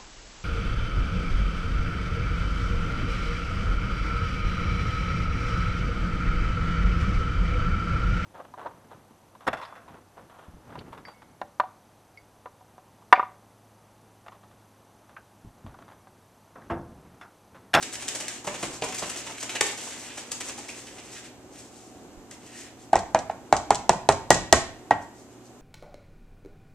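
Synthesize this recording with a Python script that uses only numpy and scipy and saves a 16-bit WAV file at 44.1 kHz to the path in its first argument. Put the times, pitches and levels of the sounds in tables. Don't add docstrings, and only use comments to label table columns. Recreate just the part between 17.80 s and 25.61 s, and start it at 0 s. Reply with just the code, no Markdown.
import sys
import numpy as np
from scipy import signal
from scipy.fft import rfft, irfft, next_fast_len
from scipy.io import wavfile
from scipy.ndimage import map_coordinates

SR = 44100
rng = np.random.default_rng(int(sys.argv[2]) if len(sys.argv) > 2 else 0)


def waveform_to_disk(signal):
    frames = np.transpose(np.atleast_2d(signal))
    scaled = np.clip(frames, -1, 1) * 32767
    samples = np.round(scaled).astype(np.int16)
    wavfile.write(sys.argv[1], SR, samples)


def elevation(decibels):
    levels = np.asarray(decibels, float)
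    return 10 ** (levels / 20)


N = 344421

# time_s, effort_db
HAND_EFFORT = [(0, -42), (.1, -43), (.25, -41), (.43, -37.5), (.55, -43), (.79, -43.5), (.92, -43),
               (1.28, -39), (1.48, -43.5), (1.78, -40), (2.0, -39), (2.32, -42.5), (2.45, -43),
               (2.69, -44.5), (3.0, -46.5), (3.15, -53), (3.28, -48), (3.4, -56)]
# push_s, length_s, depth_db
PAUSES = [(.12, .06, 5), (.275, .06, 3), (.642, .06, 14), (1.015, .05, 12), (1.6, .08, 9), (1.69, .04, 8),
          (1.805, .04, 14), (1.975, .05, 14), (2.51, .08, 12), (2.6, .05, 7), (2.88, .05, 4)]
# start_s, film_peak_db, crinkle_over_film_db, weight_over_film_db, t60_s
SNAPS = [(.0251, -25, -4, -20, .04), (.1537, -32, -1, -18, .025), (.2239, -39, 1, -3, .043),
         (.2803, -25.5, 4, -22, .07), (.4813, -34, 8, -14, .034), (.646, -42, -12, 8, .039),
         (1.0212, -21.5, -12, -4, .03), (1.6274, -34, 11, 0, .04), (1.694, -24, -9, -14, .057),
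         (1.8092, -10, 0.1, -6, .03), (2.5159, -32, 8, -7, .055), (4.5108, -40, 3, -10, .017)]
# start_s, film_peak_db, crinkle_over_film_db, weight_over_film_db
CRUMPLES = [(.1274, -41, 10, -12), (.3486, -38, 7, -8), (.4014, -34, -1, -7), (.6708, -30, -2, 4),
            (.742, -35, -12, -8), (.8275, -30, -6, 3), (1.0374, -32, 4, -1), (1.0859, -34, -14, -14),
            (1.1244, -35, -3, -6), (1.145, -39, 12, -11), (1.1822, -35, 7, -11), (1.2227, -30, -8, 1),
            (1.2976, -36, 5, -10), (1.36, -36.5, 2, -8), (1.4676, -37.5, -3, -5), (1.498, -43, -14, 4),
            (1.5774, -35, -11, -20), (1.6072, -39, -1, -13), (1.7535, -25, -6, -15), (1.861, -37, -2, -4),
            (2.0686, -50, 3, 14), (2.375, -37, -1, -3), (2.6055, -29, -6, -15), (2.6857, -34, 1, -10),
            (2.7794, -52, 8, 7), (2.8854, -41, -2, -2), (3.0694, -41.5, -2, -18), (3.1852, -43, -10, -20)]
# peak_s, half_length_s, swish_db, fine_hiss_over_swish_db
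SWISHES = [(3.365, .06, -45, 4), (3.46, .045, -48, -2), (3.78, .07, -54, 4), (3.98, .3, -63, 8),
           (4.53, .045, -56, 3), (4.66, .07, -57, 5), (4.8, .12, -46, -2), (5.02, .045, -60, 9),
           (7.23, .03, -62, 6), (7.4, .07, -70, 13), (7.53, .04, -65, 3), (7.665, .03, -75, 19)]
FILM_DB, CRINKLE_DB, WEIGHT_DB = -3.5, -1.3, -6
WEIGHT_GROWS, USUAL_DB = .8, -42
SNAP_RISE_S, CRUMPLE_RISE_S, CRUMPLE_T60_S = .0013, .0075, .06
SWISH_FADE_DB = 18

# pitch_hz, level_db_per_hz
AIR = [(20, -19), (60, -2.5), (120, -2), (160, -5), (290, 5.5), (400, -0.5), (500, -4), (750, -5),
       (1100, -11), (2200, -20), (2800, -21), (5000, -28), (9000, -29.5), (15000, -18)]
AIR_DB = -48.5
# pitch_hz, level_db
HUM = [(119.5, -57.5), (241, -59), (291, -65), (369, -59), (743, -62), (2842, -82), (6584, -84),
       (7768, -92)]
# start_s, level_db, pitch_hz
FOOTSTEP = (4.37, -39, 34)
# pitch_hz, likeness
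ALIKE = [(60, 1), (130, 0.62), (290, 0.97), (640, 0.89), (1400, 0.59), (3090, 0.11), (6800, -0.75),
         (15000, -0.55)]
# pitch_hz, t60_s
KITCHEN_DECAY = [(60, 0.71), (160, 0.63), (420, 0.4), (1100, 0.46), (2910, 0.5), (7680, 0.32)]

# start_s, level_db, pitch_hz
DIGS = [
    (.674, -17.5, 727),
    (.831, -19, 690),
    (1.022, -14.5, 740),
    (1.225, -21, 680),
]
# pitch_ratio, level_db, t60_s
PACKED_BAG = [(.27, -11, .08), (.41, -15, .05), (.72, -11, .05), (.86, -7, .047), (1, 0, .035),
              (1.5, -7, .03)]
# start_s, level_db, outer_modes_share_db
NUDGES = [
    (1.755, -25, -10),
    (1.809, -7.5, 1.5),
    (2.781, -28, -16),
]
# pitch_hz, level_db, t60_s
LID = [(431, -6.5, .055), (825, -7.5, .055), (1796, 0, .024)]
# start_s, level_db, from_hz, to_hz, glide_s, t60_s
SQUEAK = (2.888, -33, 2050, 2750, .012, .008)

# peak_s, half_length_s, level_db, low_hz, high_hz
RUB = (4.78, .13, -57, 1780, 1960)
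# start_s, knock_peak_db, knock_hz, crack_db, cup_ring_db
TAPS = [(5.1309, -3, 750, -29, -40), (5.156, -5.5, 766, -24.5, -36), (5.347, -3.5, 794, -24.5, -45),
        (5.497, -16, 760, -53, -75), (5.726, -1, 792, -18.5, -34), (5.906, -1, 798, -19, -49),
        (6.0938, -1.2, 800, -15, -42), (6.2894, 0.1, 780, -13.5, -28), (6.505, 1.5, 717, -4, -16),
        (6.7264, 3, 770, -3, -15), (7.1084, -2.5, 820, -31, -21)]
# start_s, peak_db, t60_s
REBOUNDS = [
    (5.1644, -23, 0.005),
    (5.1901, -28, 0.022),
    (5.3901, -25, 0.005),
    (5.5114, -45, 0.0099),
    (5.7663, -19.5, 0.015),
    (5.9469, -19.5, 0.005),
    (5.9544, -21.5, 0.015),
    (6.1294, -33, 0.022),
    (6.323, -25.5, 0.022),
    (6.544, -17, 0.0092),
]
# pitch_hz, level_db_per_hz
TUB = [(40, -34), (120, -7), (250, -6.5), (450, -2), (700, 0), (1100, -5), (1500, -10), (2200, -14.5),
       (5000, -35), (12000, -56)]
# pitch_hz, level_db, t60_s
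WALL_MODES = [(638.4, 4, 0.076), (1082, -9, 0.32)]
# pitch_hz, level_db, t60_s
CUP = [(1897, 0, .07), (1905, -13, .2), (1560, -11, .08), (3430, -12, .06), (3710, -15, .03),
       (4150, -6, .012)]
# pitch_hz, level_over_crack_db, t60_s, share_the_room_hears_db
RIM = (4150, 7.5, .006, -7)
DULL_DB = 14
THUMP_DB, THUMP_GROWS = -20, .55

# cavity_hz, cavity_width_hz, duct_hz, duct_width_hz
PORTS = [(7800, 1650, 12500, 20400), (6695, 1630, 6330, 8300)]
HISS_DB = -66.5
TOP_HZ = 14250


def unit(x):
    return x / np.sqrt(np.mean(x ** 2) + 1e-20)


def along(points, hz):
    f, v = np.transpose(points)
    return np.interp(np.log(hz + 1), np.log(f + 1), v)


def curves(rows):
    s, *cols = np.transpose(rows)
    t = np.arange(N) / SR
    return np.array([np.interp(t, s, c, left=-120, right=-120) for c in cols])


def wobble(rate):
    at = np.arange(0, N + 32, 32)
    knots = rng.standard_normal(int(N * rate / SR) + 4)
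    return np.interp(np.arange(N), at, map_coordinates(knots, [at * rate / SR]))


def filtered(x, response):
    m = next_fast_len(x.shape[-1] + 8192)
    return irfft(rfft(x, m) * response(np.fft.rfftfreq(m, 1 / SR)), m)[..., :x.shape[-1]]


def band(x, lo_hz, hi_hz):
    sos = signal.butter(2, [lo_hz, min(hi_hz, SR / 2.1)], "bandpass", fs=SR, output="sos")
    return signal.sosfilt(sos, x)


def diffuse(pair):
    turn = lambda hz: np.arccos(np.clip(along(ALIKE, hz), -1, 1)) / 2
    both = filtered(pair, lambda hz: np.array([np.cos(turn(hz)), np.sin(turn(hz))]))
    mid, side = both[..., 0, :], both[..., 1, :]
    return np.stack([mid + side, mid - side], axis=-2)


def add(track, s, sound):
    start = round(s * SR)
    part = track[..., start:start + sound.shape[-1]]
    part += sound[..., :part.shape[-1]]


def passing(half):
    return elevation(-SWISH_FADE_DB * np.linspace(-2, 2, round(4 * half * SR)) ** 2)


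def creases(density, spread_db):
    chance = rng.random(N)
    size = np.minimum(rng.exponential(1, N), 3.5)
    sign = rng.standard_normal(N)
    pops = chance < density / SR * elevation(4.5 * wobble(40))
    return unit(pops * sign * elevation(spread_db * size))


def bag():
    effort_db, = curves(HAND_EFFORT)
    for s, length, depth_db in PAUSES:
        add(effort_db, s - length, -depth_db * np.linspace(0, 1, round(length * SR)) ** .6)
    flour_db = USUAL_DB + WEIGHT_GROWS * (effort_db - USUAL_DB) + WEIGHT_DB
    layers_db = np.array([effort_db + FILM_DB, effort_db + CRINKLE_DB, flour_db])
    force = elevation(layers_db + 1.7 * wobble(24.88))

    for s, half, db, fine_db in SWISHES:
        add(force[:2], s - 2 * half, elevation(db + np.array([[0], [fine_db]])) * passing(half))

    t = np.arange(SR // 4) / SR
    folds = [(*row, SNAP_RISE_S) for row in SNAPS]
    folds += [(*row, CRUMPLE_T60_S, CRUMPLE_RISE_S) for row in CRUMPLES]
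    for s, db, crinkle_db, weight_db, t60, rise in folds:
        swell = (1 - np.exp(-(t / rise) ** 2)) * elevation(-60 * t / max(t60, .004))
        burst_db = db + np.array([[-3], [crinkle_db - 2.5], [weight_db + 1.5]])
        add(force, max(s - 0.58 * rise, 0), elevation(burst_db) * swell / swell.max())

    shared = creases(9000, spread_db=3.5)
    own = [creases(5000, spread_db=2.5) for _ in force]
    edges_hz = [(1480, 3300), (3350, 14800), (250, 1100)]
    out = np.zeros(N)
    for push, pops, edge in zip(force, own, edges_hz):
        gain = 1 / np.std(band(shared, *edge))
        out += gain * band(push * (0.35 * shared + 0.89 * pops), *edge)
    return out


def background():
    t = np.arange(N) / SR
    air = unit(filtered(diffuse(rng.standard_normal((2, N))), lambda hz: elevation(along(AIR, hz))))
    tones = np.zeros(N)
    for hz, db in HUM:
        tones += elevation(db + 2.1 * wobble(5.3)) * np.sin(2 * np.pi * hz * t + 0.74 * wobble(12))
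    step = np.zeros(N)
    s, db, hz = FOOTSTEP
    add(step, s, elevation(db - 60 * t / 0.14) * np.sin(2 * np.pi * hz * t))
    drift_db = .6 * wobble(4)
    return elevation(AIR_DB + drift_db) * air + tones + step


def kitchen(x):
    out, step = np.zeros((2, N)), SR // 6
    parts = np.pad(x, (0, -N % step)).reshape(-1, 1, step)
    noise = rng.standard_normal((len(parts), 2, SR // 2)).astype(np.float32)
    hz, t, z = signal.stft(noise, SR, nperseg=256)
    decay = elevation(-60 * t / along(KITCHEN_DECAY, hz)[:, None]).astype(np.float32)
    tails = diffuse(signal.istft(z * decay, SR, nperseg=256)[1])
    tails = tails / np.linalg.norm(tails[:, :1], axis=2, keepdims=True)
    wet = signal.fftconvolve(parts, tails, axes=2)
    for k, answer in enumerate(wet):
        add(out, k * step / SR + .005, answer)
    return out


def canister():
    out, t = np.zeros(N), np.arange(SR // 4) / SR
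    soft = 1 - np.exp(-t / 0.00067)
    mode = lambda hz, db, t60: soft * elevation(db - 60 * t / t60) * np.sin(2 * np.pi * hz * t)
    for s, db, hz in DIGS:
        for ratio, level_db, t60 in PACKED_BAG:
            add(out, s, mode(ratio * hz, db + level_db, t60))
    for s, db, outer_db in NUDGES:
        for (hz, level_db, t60), share_db in zip(LID, (outer_db, 0, outer_db)):
            add(out, s, mode(hz, db + level_db + share_db, t60))
    s, db, from_hz, to_hz, glide, t60 = SQUEAK
    pitch = np.interp(t, [0, glide], [from_hz, to_hz])
    fade = elevation(db - 60 * np.maximum(t - glide, 0) / t60)
    add(out, s, soft * fade * np.sin(2 * np.pi * np.cumsum(pitch) / SR))
    return out


def rub():
    s, half, db, lo_hz, hi_hz = RUB
    out, swell = np.zeros(N), passing(half)
    friction = unit(band(rng.standard_normal(len(swell)), lo_hz, hi_hz))
    add(out, s - 2 * half, elevation(db) * swell * friction)
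    return out


def ring(modes, t, scatter_db):
    out = np.zeros(len(t))
    for hz, db, t60 in modes:
        out += elevation(db + rng.normal(0, scatter_db) - 60 * t / t60) * np.sin(2 * np.pi * hz * t)
    return out


def crack(t, swell, lo_hz, hi_hz):
    noisy = band(swell * rng.standard_normal(len(t)), lo_hz, hi_hz)
    click = np.linalg.norm(swell) * band(1.0 * (t == 0), lo_hz, hi_hz)
    return np.array([noisy, click])


def taps():
    out, t = np.zeros((2, N)), np.arange(SR // 2) / SR
    onset = np.minimum(t / 0.0015, 1) ** 3
    for s, knock_db, hz, crack_db, cup_db in TAPS:
        late = np.maximum(t - .0015, 0)
        softness = np.clip((knock_db - crack_db) / 30, 0, 1)
        touch = np.clip(late * hz / (3.29 + 2.5 * softness), 0, 1)
        push = np.sin(np.pi * touch ** (0.36 + 0.3 * softness ** 4)) ** 2
        wall = -push * np.sin(2 * np.pi * hz * late)
        sound = elevation(knock_db + 0.5 + np.array([[0], [-4.5]])) * wall

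        thump = elevation(-60 * t / .25) * unit(band(rng.standard_normal(len(t)), 31, 222))
        sound += onset * elevation(THUMP_DB + THUMP_GROWS * crack_db) * thump

        tub_noise = unit(filtered(rng.standard_normal(len(t)), lambda f: elevation(along(TUB, f))))
        shudder_db = knock_db - 10.5 - 4.5 * softness + np.array([[0], [-2.5]])
        sound += onset * elevation(shudder_db) * elevation(-60 * t / 0.1) * tub_noise
        sound += onset * elevation(knock_db - 24.5) * ring(WALL_MODES, t, scatter_db=3.5)

        grip = elevation(2.5 * map_coordinates(rng.standard_normal(60), [t * 90]))
        octave_loss_db = DULL_DB * softness
        cup_modes = [(f, db - octave_loss_db * np.log2(f / CUP[0][0]), t60) for f, db, t60 in CUP]
        sound += onset * grip * elevation(cup_db + np.array([[4], [0]])) * ring(cup_modes, t, scatter_db=1)

        rim_hz, rim_db, rim_t60, room_db = RIM
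        chirp_db = crack_db + rim_db + np.array([[0], [room_db]]) - 60 * t / rim_t60
        sound += onset * elevation(chirp_db) * np.sin(2 * np.pi * rim_hz * t)
        swell = onset * (elevation(3 - 60 * t / .008) + elevation(-20.5 - 60 * t / 0.027))
        add(out, s - .0012, sound + elevation(crack_db + 9) * crack(t, swell, 1600, 9500))

    for s, db, t60 in REBOUNDS:
        swell = elevation(-60 * t / t60) + elevation(-10 - 60 * t / 0.065)
        add(out, s, elevation(db - 3) * crack(t, swell, 2000, 8000))
    return out


def scene():
    far = bag() + canister()
    near, spread = taps()
    room = kitchen(elevation(-7) * far + elevation(-7.5) * spread)
    return elevation(-4) * far + near + room + background() + rub()


def top_cut(x):
    return signal.sosfilt(signal.butter(12, 15550, fs=SR, output="sos"), x)


def record(dry):
    low = lambda f, c, w: c * c / (c * c - f * f + 1j * f * w)
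    ports = lambda f: np.array([low(f, c, w) * low(f, d, v) for c, w, d, v in PORTS])
    x = filtered(dry, ports)
    x = x + elevation(HISS_DB) * rng.standard_normal(x.shape)
    bass_hz = np.array([[45], [12]])
    x = filtered(x, lambda f: elevation([[-.8], [0]]) * 1j * f / (bass_hz + 1j * f) * (f < TOP_HZ))
    clipped = x / (1 + np.abs(x) ** 8) ** (1 / 8)
    return top_cut(clipped)


dry = scene()
out = record(dry)
waveform_to_disk(out)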